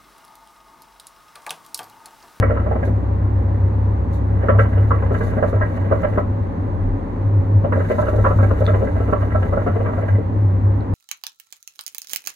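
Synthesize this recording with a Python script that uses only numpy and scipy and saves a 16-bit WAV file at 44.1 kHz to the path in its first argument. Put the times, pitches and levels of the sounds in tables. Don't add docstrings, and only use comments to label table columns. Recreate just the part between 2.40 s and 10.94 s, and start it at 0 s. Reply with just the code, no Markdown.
import sys
import numpy as np
from scipy import signal
from scipy.fft import rfft, irfft, next_fast_len
from scipy.io import wavfile

SR = 44100
rng = np.random.default_rng(int(sys.argv[2]) if len(sys.argv) > 2 else 0)


def dump(signal):
    limited = np.clip(np.atleast_2d(signal).T, -1, 1)
    pcm = np.round(limited * 32767).astype(np.int16)
    wavfile.write(sys.argv[1], SR, pcm)


N = 376589

# (time [s], level [dB], lift of the modes near 1.2 kHz [dB],
# near 1.9 kHz [dB], near 2.8 kHz [dB], bubble pitch [Hz], strongest mode near 1.2 kHz [Hz],
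# strongest mode near 1.9 kHz [Hz], delay of the bubble's song, which also sets the volley's swell [s])
GULPS = [(0.022, -7.5, 7, 7.5, -13, 538, 1246, 1857.0, 0.012),
         (0.098, -7.5, -2.5, -5, -12, 508, 1303.0, 1863.0, 0.016),
         (0.163, -17.5, 10, 0, -10, 506, 1141.0, 2008.0, 0.012),
         (0.262, -17.5, 3, -21, -14, 623, 1007.0, 1475.0, 0.01),
         (0.312, -12, -7, -17, -15, 656, 1330.0, 1534.0, 0.0019),
         (0.354, -13.5, -4, -6, -7, 638, 1020, 1486.0, 0.008),
         (0.425, -13.5, -9, -1.0, -4, 559, 1020, 1642.0, 0.0098),
         (0.474, -18.5, -12, -19.5, -12, 453, 1044.0, 1820.0, 0.0035),
         (2.031, -14.5, 2.5, -2.5, -8.5, 558, 991.0, 1669.0, 0.0087),
         (2.084, -4.5, 6, 1.5, -0.5, 564.6, 1314.0, 1642.0, 0.014),
         (2.146, -14.5, -0.5, -4, -5, 568.0, 1015, 1637.0, 0.0018),
         (2.186, -9.5, 3, 5, 6.5, 547, 1344, 1642.0, 0.014),
         (2.242, -23.5, 4, -2.5, 10, 573, 1297.0, 1820.0, 0.019),
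         (2.374, -19.5, -4, -1, 4, 503.0, 1147.0, 1637.0, 0.003),
         (2.506, -12, 7, -2.5, -14, 499, 1320, 1642.0, 0.0092),
         (2.62, -15.5, -2, -1, -8, 532, 1157.0, 1647.0, 0.0091),
         (2.706, -12.5, -1, -15, -5, 545, 1222.0, 1631.0, 0.012),
         (2.741, -18, 7, 8, 8.0, 476, 1030, 1642.0, 0.0017),
         (2.805, -15, 3.5, 4, 0, 457, 1012.0, 1637.0, 0.0069),
         (2.863, -22.5, -16, -15, 1.0, 538, 1087.0, 1744.0, 0.0027),
         (2.926, -20, 3, -2, -2, 520, 1389.0, 1642.0, 0.009),
         (2.967, -8, -8.0, -9.5, -10, 620.6, 1300, 1647.0, 0.016),
         (3.025, -8, 1.5, -2.5, -3, 578, 1290, 1642.0, 0.0066),
         (3.128, -13.5, -0.5, -16, -5.0, 589.0, 970, 1453.0, 0.0046),
         (3.16, -19.5, -1, -4, -9, 601, 1017.0, 1653.0, 0.005),
         (3.209, -12.0, 5.5, 8.5, -8.0, 597, 995, 1642.0, 0.012),
         (3.374, -21.5, 0, -8, 0, 544, 931.0, 1793.0, 0.0023),
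         (3.511, -8.5, 5, -3, -13, 636, 1320, 1642.0, 0.016),
         (3.632, -9, -1.5, 5.5, 1, 574.5, 1319.0, 1642.0, 0.014),
         (3.774, -7, 1.5, -4.5, -19, 582, 1314.0, 2003.0, 0.0094),
         (5.237, -9, -2.5, -21, -1, 573, 1180, 1658.0, 0.014),
         (5.322, -13, 7.5, 6, 1, 549, 1012.0, 1647.0, 0.0094),
         (5.357, -11, -8, -18, -5, 547, 1400, 1653.0, 0.017),
         (5.393, -14, 0, 1, -7, 519, 1044.0, 1642.0, 0.011),
         (5.442, -31, 3, 13, 20.0, 504.0, 1217.0, 1825.0, 0.017),
         (5.499, -7.5, -1.5, -0.5, 4, 514, 1012.0, 1647.0, 0.015),
         (5.582, -9.0, 3.5, -5, -11, 611, 1012.0, 1642.0, 0.012),
         (5.622, -10.5, -4, -9, -11.0, 539, 1028.0, 1653.0, 0.0018),
         (5.666, -13.0, 2.5, -0.5, -5, 577, 1314.0, 1653.0, 0.018),
         (5.73, -11, -6.5, -17, -10, 623, 1020, 1647.0, 0.011),
         (5.773, -12.5, -1.5, -13, -8, 537, 1319.0, 1642.0, 0.019),
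         (5.839, -6.5, 7.5, -1, -8.5, 556, 1026, 1642.0, 0.029),
         (5.904, -8.5, 1, -18.5, -10, 575, 1310, 1647.0, 0.006),
         (5.987, -13, 7.5, -6, -4, 544, 985, 1637.0, 0.011),
         (6.026, -10.5, -6.0, 1.5, -5.5, 559, 1320, 1637.0, 0.0067),
         (6.095, -11, 0, -15, 1, 537, 1012.0, 1637.0, 0.023),
         (6.206, -7, -8.0, -10.5, -17, 579, 1324.0, 1470.0, 0.013),
         (6.275, -8.5, 1, -1, -5.5, 605, 1290, 1642.0, 0.019),
         (6.333, -12, 1.0, 0.5, 1, 488, 1017.0, 2003.0, 0.019),
         (6.404, -9, -7, -27, -8.5, 569.5, 1034.0, 1674.0, 0.027),
         (6.47, -17, -1, 3.5, -12, 543, 1030, 1642.0, 0.01),
         (6.555, -17.5, -4.5, -2.0, 1.0, 587, 1314.0, 1653.0, 0.002),
         (6.602, -14.5, -2, -12, -5, 543, 1297.0, 1733.0, 0.0029),
         (6.683, -15.5, 2, -16, -6, 477, 1190, 1637.0, 0.0081),
         (6.724, -7.5, 4, -4, -8, 587, 1164, 1647.0, 0.0087),
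         (6.804, -17.5, 0, 2, 0.5, 606, 1120, 2024.0, 0.026),
         (6.903, -29, 9, 15.5, 9, 475, 1324.0, 2003.0, 0.023),
         (6.947, -11, 1.0, -1, -18, 591, 1314.0, 1480.0, 0.0056),
         (7.023, -15, 0, -0.5, 8, 569, 1017.0, 1631.0, 0.007),
         (7.122, -10.5, 2, -17.5, -19, 565, 1296, 1486.0, 0.011),
         (7.17, -10, 0, -20, -17, 529, 1420, 1453.0, 0.005),
         (7.212, -21, 4, -1, -6, 493.0, 1023.0, 1626.0, 0.01),
         (7.263, -8.5, 0.5, -2.5, 3.0, 472, 1350, 1642.0, 0.0081),
         (7.353, -12.5, -7, -11, -7, 480, 1006, 1480.0, 0.014),
         (7.401, -10, -14, -13, -9.0, 565, 910.0, 1642.0, 0.0022),
         (7.45, -17, 6, 2.5, -7, 528, 1350, 1475.0, 0.02),
         (7.482, -17.5, 2, -5, -13.0, 570, 1100, 1637.0, 0.0065),
         (7.525, -18, 7, -10, -12, 604, 990, 1497.0, 0.006),
         (7.577, -15, 1, -10, -9, 540, 1040, 2030.0, 0.0048),
         (7.629, -14.5, -10.5, -10.5, -10.5, 568, 1075, 1653.0, 0.0024),
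         (7.682, -19.5, 0, 5, 4.5, 543, 1222.0, 1502.0, 0.002),
         (7.743, -21.5, -11.5, 4.5, 5, 549, 974.0, 2024.0, 0.0094),
         (7.783, -14.5, -18.0, -23.5, -12, 464, 1055.0, 1642.0, 0.0037)]
GULP_S, GULP_VARIES = 0.019, 0.17
JOLTS_PER_S = 2200
BUBBLE_RISE_HZ_PER_S, BUBBLE_SIZE = 7500, 0.065
BUBBLE_SWELL_S = 0.0075
PUSH_S, PUSH_SIZE = 0.00028, 0.4


def gulp_volleys():
    bubble_hz, delay = np.transpose(GULPS)[[5, 8]][:, :, None]
    t = np.arange(round(.08 * SR)) / SR
    shape = (len(GULPS), len(t))
    length = GULP_S * np.exp(GULP_VARIES * rng.standard_normal((len(GULPS), 1)))
    jolts = rng.standard_normal(shape) * (rng.random(shape) < JOLTS_PER_S / SR)
    since = t - delay
    cycles = bubble_hz * t + BUBBLE_RISE_HZ_PER_S * since ** 2 / 2 + rng.random((len(GULPS), 1))
    song = np.sin(2 * np.pi * cycles) * np.exp(-(since / BUBBLE_SWELL_S) ** 2)
    push = np.exp(-(t / PUSH_S - 2) ** 2)
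    swell = np.exp(-((t - .002 - 0.62 * delay) / (0.7 * length)) ** 2)
    volleys = (jolts + BUBBLE_SIZE * song + PUSH_SIZE * push) * swell
    return volleys / np.sqrt(np.sum(volleys ** 2, axis=1, keepdims=True))


SMALL_PER_S, BUBBLING_ATTACK_S = 600, 0.22
SPLASH_DB, SPLASH_S = -30.5, 0.022


def small_bubbling():
    s, level_db = np.transpose(GULPS)[:2]
    wake, fall = np.zeros(N), np.exp(-1 / (SPLASH_S * SR))
    wake[(s * SR).astype(int)] = amp(level_db + SPLASH_DB)
    wake = signal.lfilter([1], [1, -fall], wake + 1e-18)
    bubbling = per_draw(column=2, attack_s=BUBBLING_ATTACK_S) * amp(2.2 * drift(29.0))
    jolts = rng.standard_normal(N) * (rng.random(N) < SMALL_PER_S / SR)
    return jolts * (bubbling + wake)


# (pitch [Hz], width [Hz], level [dB],
# left minus right [dB], angle by which left trails [rad])
STEM = [(213, 30, -3.5, -2, 0.5), (445.4, 58, 0, 4.5, 0), (508, 27, -11, 6.5, 1.26),
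        (557.4, 84, -2.5, -1, 0.45), (619, 88.5, 2, -8.5, 0), (670, 61, -4, -0.5, -2.05),
        (766, 59, -8.5, -3, -1), (1009.5, 38, -13, 2, -1.26), (1155, 39, -13, -10.5, 6.5),
        (1200, 280, -9.5, -5.5, 2), (1313, 43, -11, -1, 3.5), (1425, 25, -22.5, 0.5, 0),
        (1470, 60, -17, 4, 2.5), (1627.5, 62, -12, -6, -1), (1894, 47, -19, 1.5, -0.6),
        (2007, 25, -23, -4.5, 0), (2210, 56, -20, -4, 2.1), (2915, 130, -17, -2.5, 2.5),
        (3220, 430, -11.5, -1.5, -7)]
# (pitch [Hz], level [dB])
SMALL_COLOUR = [(400, -1.5), (700, -2), (1250, -3), (2000, 4.5), (2900, 2.5)]
BUBBLE_FAVOURS_DB_PER_OCTAVE = 12.5
UPPER_FAVOURS_DB_PER_OCTAVE = 22
TREBLE_LAG_S = 0.0036
SPREAD_DB, SOFT_HZ = 2.5, 2300


def gurgle():
    s, level_db, mid_db, top_db, edge_db, bubble_hz, mid_hz, top_hz, _ = np.transpose(GULPS)
    volleys, small = gulp_volleys(), small_bubbling()
    t = np.arange(volleys.shape[1]) / SR
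    gulps, which, age = np.zeros(N), np.zeros(N, int), np.ones(N)
    for k, start in enumerate((s * SR).astype(int)):
        gulps[start:start + len(t)] += amp(level_db[k]) * volleys[k]
        which[start:] = k
        age[start:start + len(t)] = t
    power, bins_hz = np.abs(rfft(volleys)) ** 2, np.fft.rfftfreq(len(t), 1 / SR)
    strengths, out = rng.standard_normal((len(s), len(STEM))), np.zeros((2, N))
    for k, (hz, width_hz, mode_db, pan_db, trail) in enumerate(STEM):
        if hz < 800:
            off_octaves = np.minimum(np.abs(np.log2(hz / bubble_hz)), .6)
            lift_db = 3.0 - BUBBLE_FAVOURS_DB_PER_OCTAVE * off_octaves
        elif hz < 2350:
            favoured_hz, base_db = (mid_hz, mid_db + 3.5) if hz < 1450 else (top_hz, top_db + 2.5)
            off_octaves = np.minimum(np.abs(np.log2(hz / favoured_hz)), .2)
            lift_db = base_db - UPPER_FAVOURS_DB_PER_OCTAVE * off_octaves
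        else:
            lift_db = edge_db
        near = 1 / (1 + (2 * (bins_hz - hz) / max(width_hz, 30)) ** 2)
        reach = 1.298 * np.sqrt(power @ near / near.sum())
        strength = amp(lift_db + SPREAD_DB * (1 + hz / 5000) * strengths[:, k]) / reach
        onset = np.minimum(age / TREBLE_LAG_S, 1) if hz > 2350 else 1
        drive = gulps * onset * strength[which] + small * amp(at_hz(SMALL_COLOUR, hz))
        sides = resonate(drive, hz, width_hz, np.array([[-trail], [0]]))
        out += (-1) ** k * sides * amp(mode_db + pan_db * np.array([[.5], [-.5]]))
    return signal.sosfilt(signal.butter(4, SOFT_HZ, fs=SR, output="sos"), out)


BLIPS_PER_S, BLIP_DB = 60, 10.5
BLIP_CYCLES, BLIP_RISE = 9.4, 0.34


def blips():
    count = round(BLIPS_PER_S * N / SR)
    when, pitch, size = rng.random((count, 3)).T
    hz, t = 420 * 5 ** pitch[:, None], np.arange(round(.05 * SR)) / SR
    age = t * hz / BLIP_CYCLES
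    swell = age * np.exp(1 - age * 2) * 420 / hz
    songs = np.sin(2 * np.pi * hz * t * (1 + BLIP_RISE * age / 2)) * swell
    out = np.zeros(N + len(t))
    for k in range(count):
        start = int(when[k] * N)
        out[start:start + len(t)] += amp(BLIP_DB - 9.4 * size[k]) * songs[k]
    return out[:N] * per_draw(column=2, attack_s=BUBBLING_ATTACK_S)


# (start [s], end [s], small bubbling at start [dB], at end [dB],
# hiss at start [dB], at end [dB])
DRAWS = [(-.5, 0.483, -21.5, -44.5, -64, -74), (1.793, 3.797, -39, -36.5, -70, -62.5),
         (5.197, 7.74, -39, -39, -53.5, -67)]
RELEASE_S = 0.054


def per_draw(column, attack_s):
    t, out = np.arange(N) / SR, np.zeros(N)
    for row in DRAWS:
        fade = np.clip(np.minimum((t - row[0]) / attack_s, 1 + (row[1] - t) / RELEASE_S), 0, 1)
        out += amp(np.interp(t, row[:2], row[column:column + 2])) * fade ** 2
    return out


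# (pitch [Hz], level [dB per Hz])
AIR_COLOUR = [(2500, -40), (3600, 13), (5200, 0), (6800, 8.5), (8500, -3), (11000, 3), (15000, -2.5)]
# (time [s], level [dB], hold [s])
SPURTS = [(0.45, -57, 0.01), (1.734, -57.5, 0.011), (2.197, -61.5, 0.025), (2.75, -56.5, 0.12),
          (3.08, -61, 0.016)]
HISS_ATTACK_S, SPURT_RISE_DB_PER_S, SPURT_FALL_DB_PER_S = 0.28, 547, 239.5


def air_hiss():
    held = [(s, s + hold, db) for s, db, hold in SPURTS]
    spurts = spells(held, SPURT_RISE_DB_PER_S, SPURT_FALL_DB_PER_S)
    flow = per_draw(column=4, attack_s=HISS_ATTACK_S) + spurts
    return flow * amp(2.3 * drift(28)) * coloured(AIR_COLOUR)


# (time [s], click level [dB], ring pitch [Hz])
TICKS = [(6.2554, -33.5, 4150), (6.2652, -19.5, 3520), (6.2654, -41, 4100), (8.4067, -42, 4030)]
TICK_WIDTH_HZ = 260


def ticks():
    out = np.zeros(N)
    for s, level_db, hz in TICKS:
        click = amp(level_db) * signal.unit_impulse(SR // 20)
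        ring = resonate(click, hz, TICK_WIDTH_HZ) + amp(7.5) * resonate(click, 1600, 1200)
        out[round(s * SR):][:len(ring)] += ring
    return signal.sosfilt(signal.butter(6, 4500, fs=SR, output="sos"), out)


KITCHEN_T60_S, KITCHEN_DB = 0.19, -11.5


def kitchen(x):
    t = np.arange(round(.5 * SR)) / SR
    tail = rng.standard_normal((2, len(t))) * amp(-60 * t / KITCHEN_T60_S) * (t > .006)
    tail = signal.lfilter([.4], [1, -.6], tail)
    tail /= np.sqrt(np.sum(tail ** 2, axis=1, keepdims=True))
    return amp(KITCHEN_DB) * signal.fftconvolve(x, tail, axes=1)[:, :N]


# (time [s], level [dB])
HUM = [(0.0, -11.5), (0.16, -25.5), (0.33, -12.5), (0.4, -30.5), (0.45, -20.5), (1.54, -17), (1.59, -27),
       (2.23, -13), (2.31, -25.5), (2.35, -14.5), (3.12, -26.5), (3.16, -12.5), (3.3, -26.5), (3.42, -17),
       (3.69, -29), (3.73, -19.5), (4.02, -19), (4.11, -41), (4.21, -19.5), (4.3, -29), (4.54, -18.5),
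       (4.64, -37), (4.99, -10.5), (5.04, -21.5), (5.19, -9), (5.28, -22), (5.37, -12.5), (5.54, -32.5),
       (5.61, -14), (5.68, -26), (5.76, -13), (5.92, -14.5), (6.06, -12), (6.16, -20), (6.33, -14.5),
       (6.49, -27), (6.59, -17.5), (6.75, -27.5), (6.82, -14.5), (6.9, -25.5), (7.02, -17), (7.11, -25),
       (7.49, -16), (7.66, -25), (7.75, -11.5), (7.83, -25.5), (8.06, -12), (8.16, -17), (8.37, -11.5),
       (8.44, -25.5), (8.54, -18)]
HUM_HZ, HUM_SLIP_RAD = 99.6, 0.7
HUM_WAVER_HZ, HUM_STEADY = 5, 0.95


def hum():
    wander = drift(HUM_WAVER_HZ) + 1j * drift(HUM_WAVER_HZ)
    waver = HUM_STEADY + np.sqrt((1 - HUM_STEADY ** 2) / 2) * wander
    slip = np.exp(1j * HUM_SLIP_RAD * drift(3.0))
    return tone(HUM_HZ, amp(in_time(HUM)) * waver * slip)


# (start [s], end [s], level [dB])
MOTOR = [(-.5, 2.65, -24), (3.0, 3.9, -37), (4.75, 3.75, -20.5), (5.75, 7, -26.5), (8.1, 13, -35)]
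MOTOR_HZ, MOTOR_IDLE_DB, MOTOR_FADE_DB_PER_S = 66.62, -39, 69.5


def motor():
    return tone(MOTOR_HZ, amp(MOTOR_IDLE_DB) + spells(MOTOR, MOTOR_FADE_DB_PER_S, MOTOR_FADE_DB_PER_S))


# (time [s], level [dB])
LOW_TONE = [(0.0, -38.5), (2.21, -45.5), (3.21, -32.5), (3.59, -48), (3.69, -35.5), (5.23, -31.5),
            (5.42, -46), (5.71, -34), (8.54, -39)]
LOW_HZ = 37.3


def low_tone():
    return tone(LOW_HZ, amp(in_time(LOW_TONE) + 4.3 * drift(2.0)))


# (pitch [Hz], level [dB per Hz])
RUMBLE = [(24, -27.5), (36, -26), (62, -13.5), (78, -16.5), (91, -2.5), (99, -16.5), (110, -13.5),
          (129, -28.5), (142, -22.5), (157, -16.5), (204, -20), (272, -16.5), (325, -23), (509, -28),
          (550, -21), (700, -43.5), (910, -93)]
RUMBLE_DB = -24.5


def rumble():
    return amp(RUMBLE_DB) * coloured(RUMBLE) * amp([[.5], [-.5]])


# (pitch [Hz], level [dB per Hz])
FAN = [(380, -28.5), (650, 5), (800, 7.5), (1000, 5.5), (1310, -4), (1650, -6.5), (2000, -9), (2150, -15),
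       (3050, -24.5), (4200, -29), (5300, -39), (6500, -34), (9000, -46), (12000, -42), (15000, -58)]
FAN_DB = -37.5


def fan():
    return amp(FAN_DB) * coloured(FAN) * amp([[-.6], [.6]])


# (pitch [Hz], likeness [0 to 1])
LIKENESS = [(60, 0.79), (180, 0.88), (300, 0.88), (520, 0.83), (1000, 0.14), (3000, 0.36), (12000, 0.45)]


def coloured(spectrum):
    size = next_fast_len(N)
    hz = np.fft.rfftfreq(size, 1 / SR)
    mid, side = rfft(rng.standard_normal((2, size))) * amp(at_hz(spectrum, hz))
    alike = at_hz(LIKENESS, hz)
    both = np.sqrt(1 + alike) * mid + np.sqrt(1 - alike) * side * [[1], [-1]]
    return rms_one(irfft(both, size)[:, :N])


def tone(hz, gain):
    turns = hz * np.arange(N) / SR + rng.random()
    return np.sqrt(2) * np.real(gain * np.exp(2j * np.pi * turns))


def resonate(x, hz, width_hz, phase=0):
    r, w = np.exp(-np.pi * width_hz / SR), 2 * np.pi * hz / SR
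    rung = signal.lfilter([1], [1, -2 * r * np.cos(w), r * r], x + 1e-18)
    return np.sin(phase) * rung + r * np.sin(w - phase) * np.append(0, rung[:-1])


def drift(rate):
    r = np.exp(-80 * np.pi * rate / SR)
    noise = rng.standard_normal(N // 40 + 2002)
    slow = signal.lfilter([1], [1, -2 * r, r * r], noise)[2000:]
    return np.interp(np.arange(N) / 40, np.arange(len(slow)), rms_one(slow))


def spells(rows, rise_db_per_s, fall_db_per_s):
    t, out = np.arange(N) / SR, np.zeros(N)
    for start, end, db in rows:
        rise = rise_db_per_s * np.maximum(start - t, 0)
        fall = fall_db_per_s * np.maximum(t - end, 0)
        out += amp(db - rise - fall)
    return out


def in_time(rows):
    s, values = np.transpose(rows)
    return np.interp(np.arange(N) / SR, s, values)


def at_hz(points, hz):
    points_hz, values = np.transpose(points)
    return np.interp(np.log(hz + 1e-9), np.log(points_hz), values)


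def amp(db):
    return 10 ** (np.asarray(db) / 20)


def rms_one(x):
    return x / np.sqrt(np.mean(x ** 2) + 1e-20)


def scene():
    pipe = gurgle() + blips() + ticks()
    drone = (hum() + motor() + low_tone()) * amp([[.3], [-.3]])
    return pipe + kitchen(pipe) + air_hiss() + drone + rumble() + fan()


# (pitch [Hz], lag [samples])
PORT_LAG = [(100, 3.7), (250, 4.7), (600, 21.3)]
CUTOFF_HZ = 15750


def record(dry):
    left = np.pad(dry[0], 2048, "reflect")
    size = next_fast_len(len(left))
    hz = np.fft.rfftfreq(size, 1 / SR)
    delay = np.exp(-2j * np.pi * hz * at_hz(PORT_LAG, hz) / SR)
    late = irfft(rfft(left, size) * delay, size)[2048:2048 + N]
    top_cut = signal.cheby2(12, 70, CUTOFF_HZ, fs=SR, output="sos")
    return signal.sosfilt(top_cut, np.array([late, dry[1]]))


dry = scene()
out = record(dry)
dump(out)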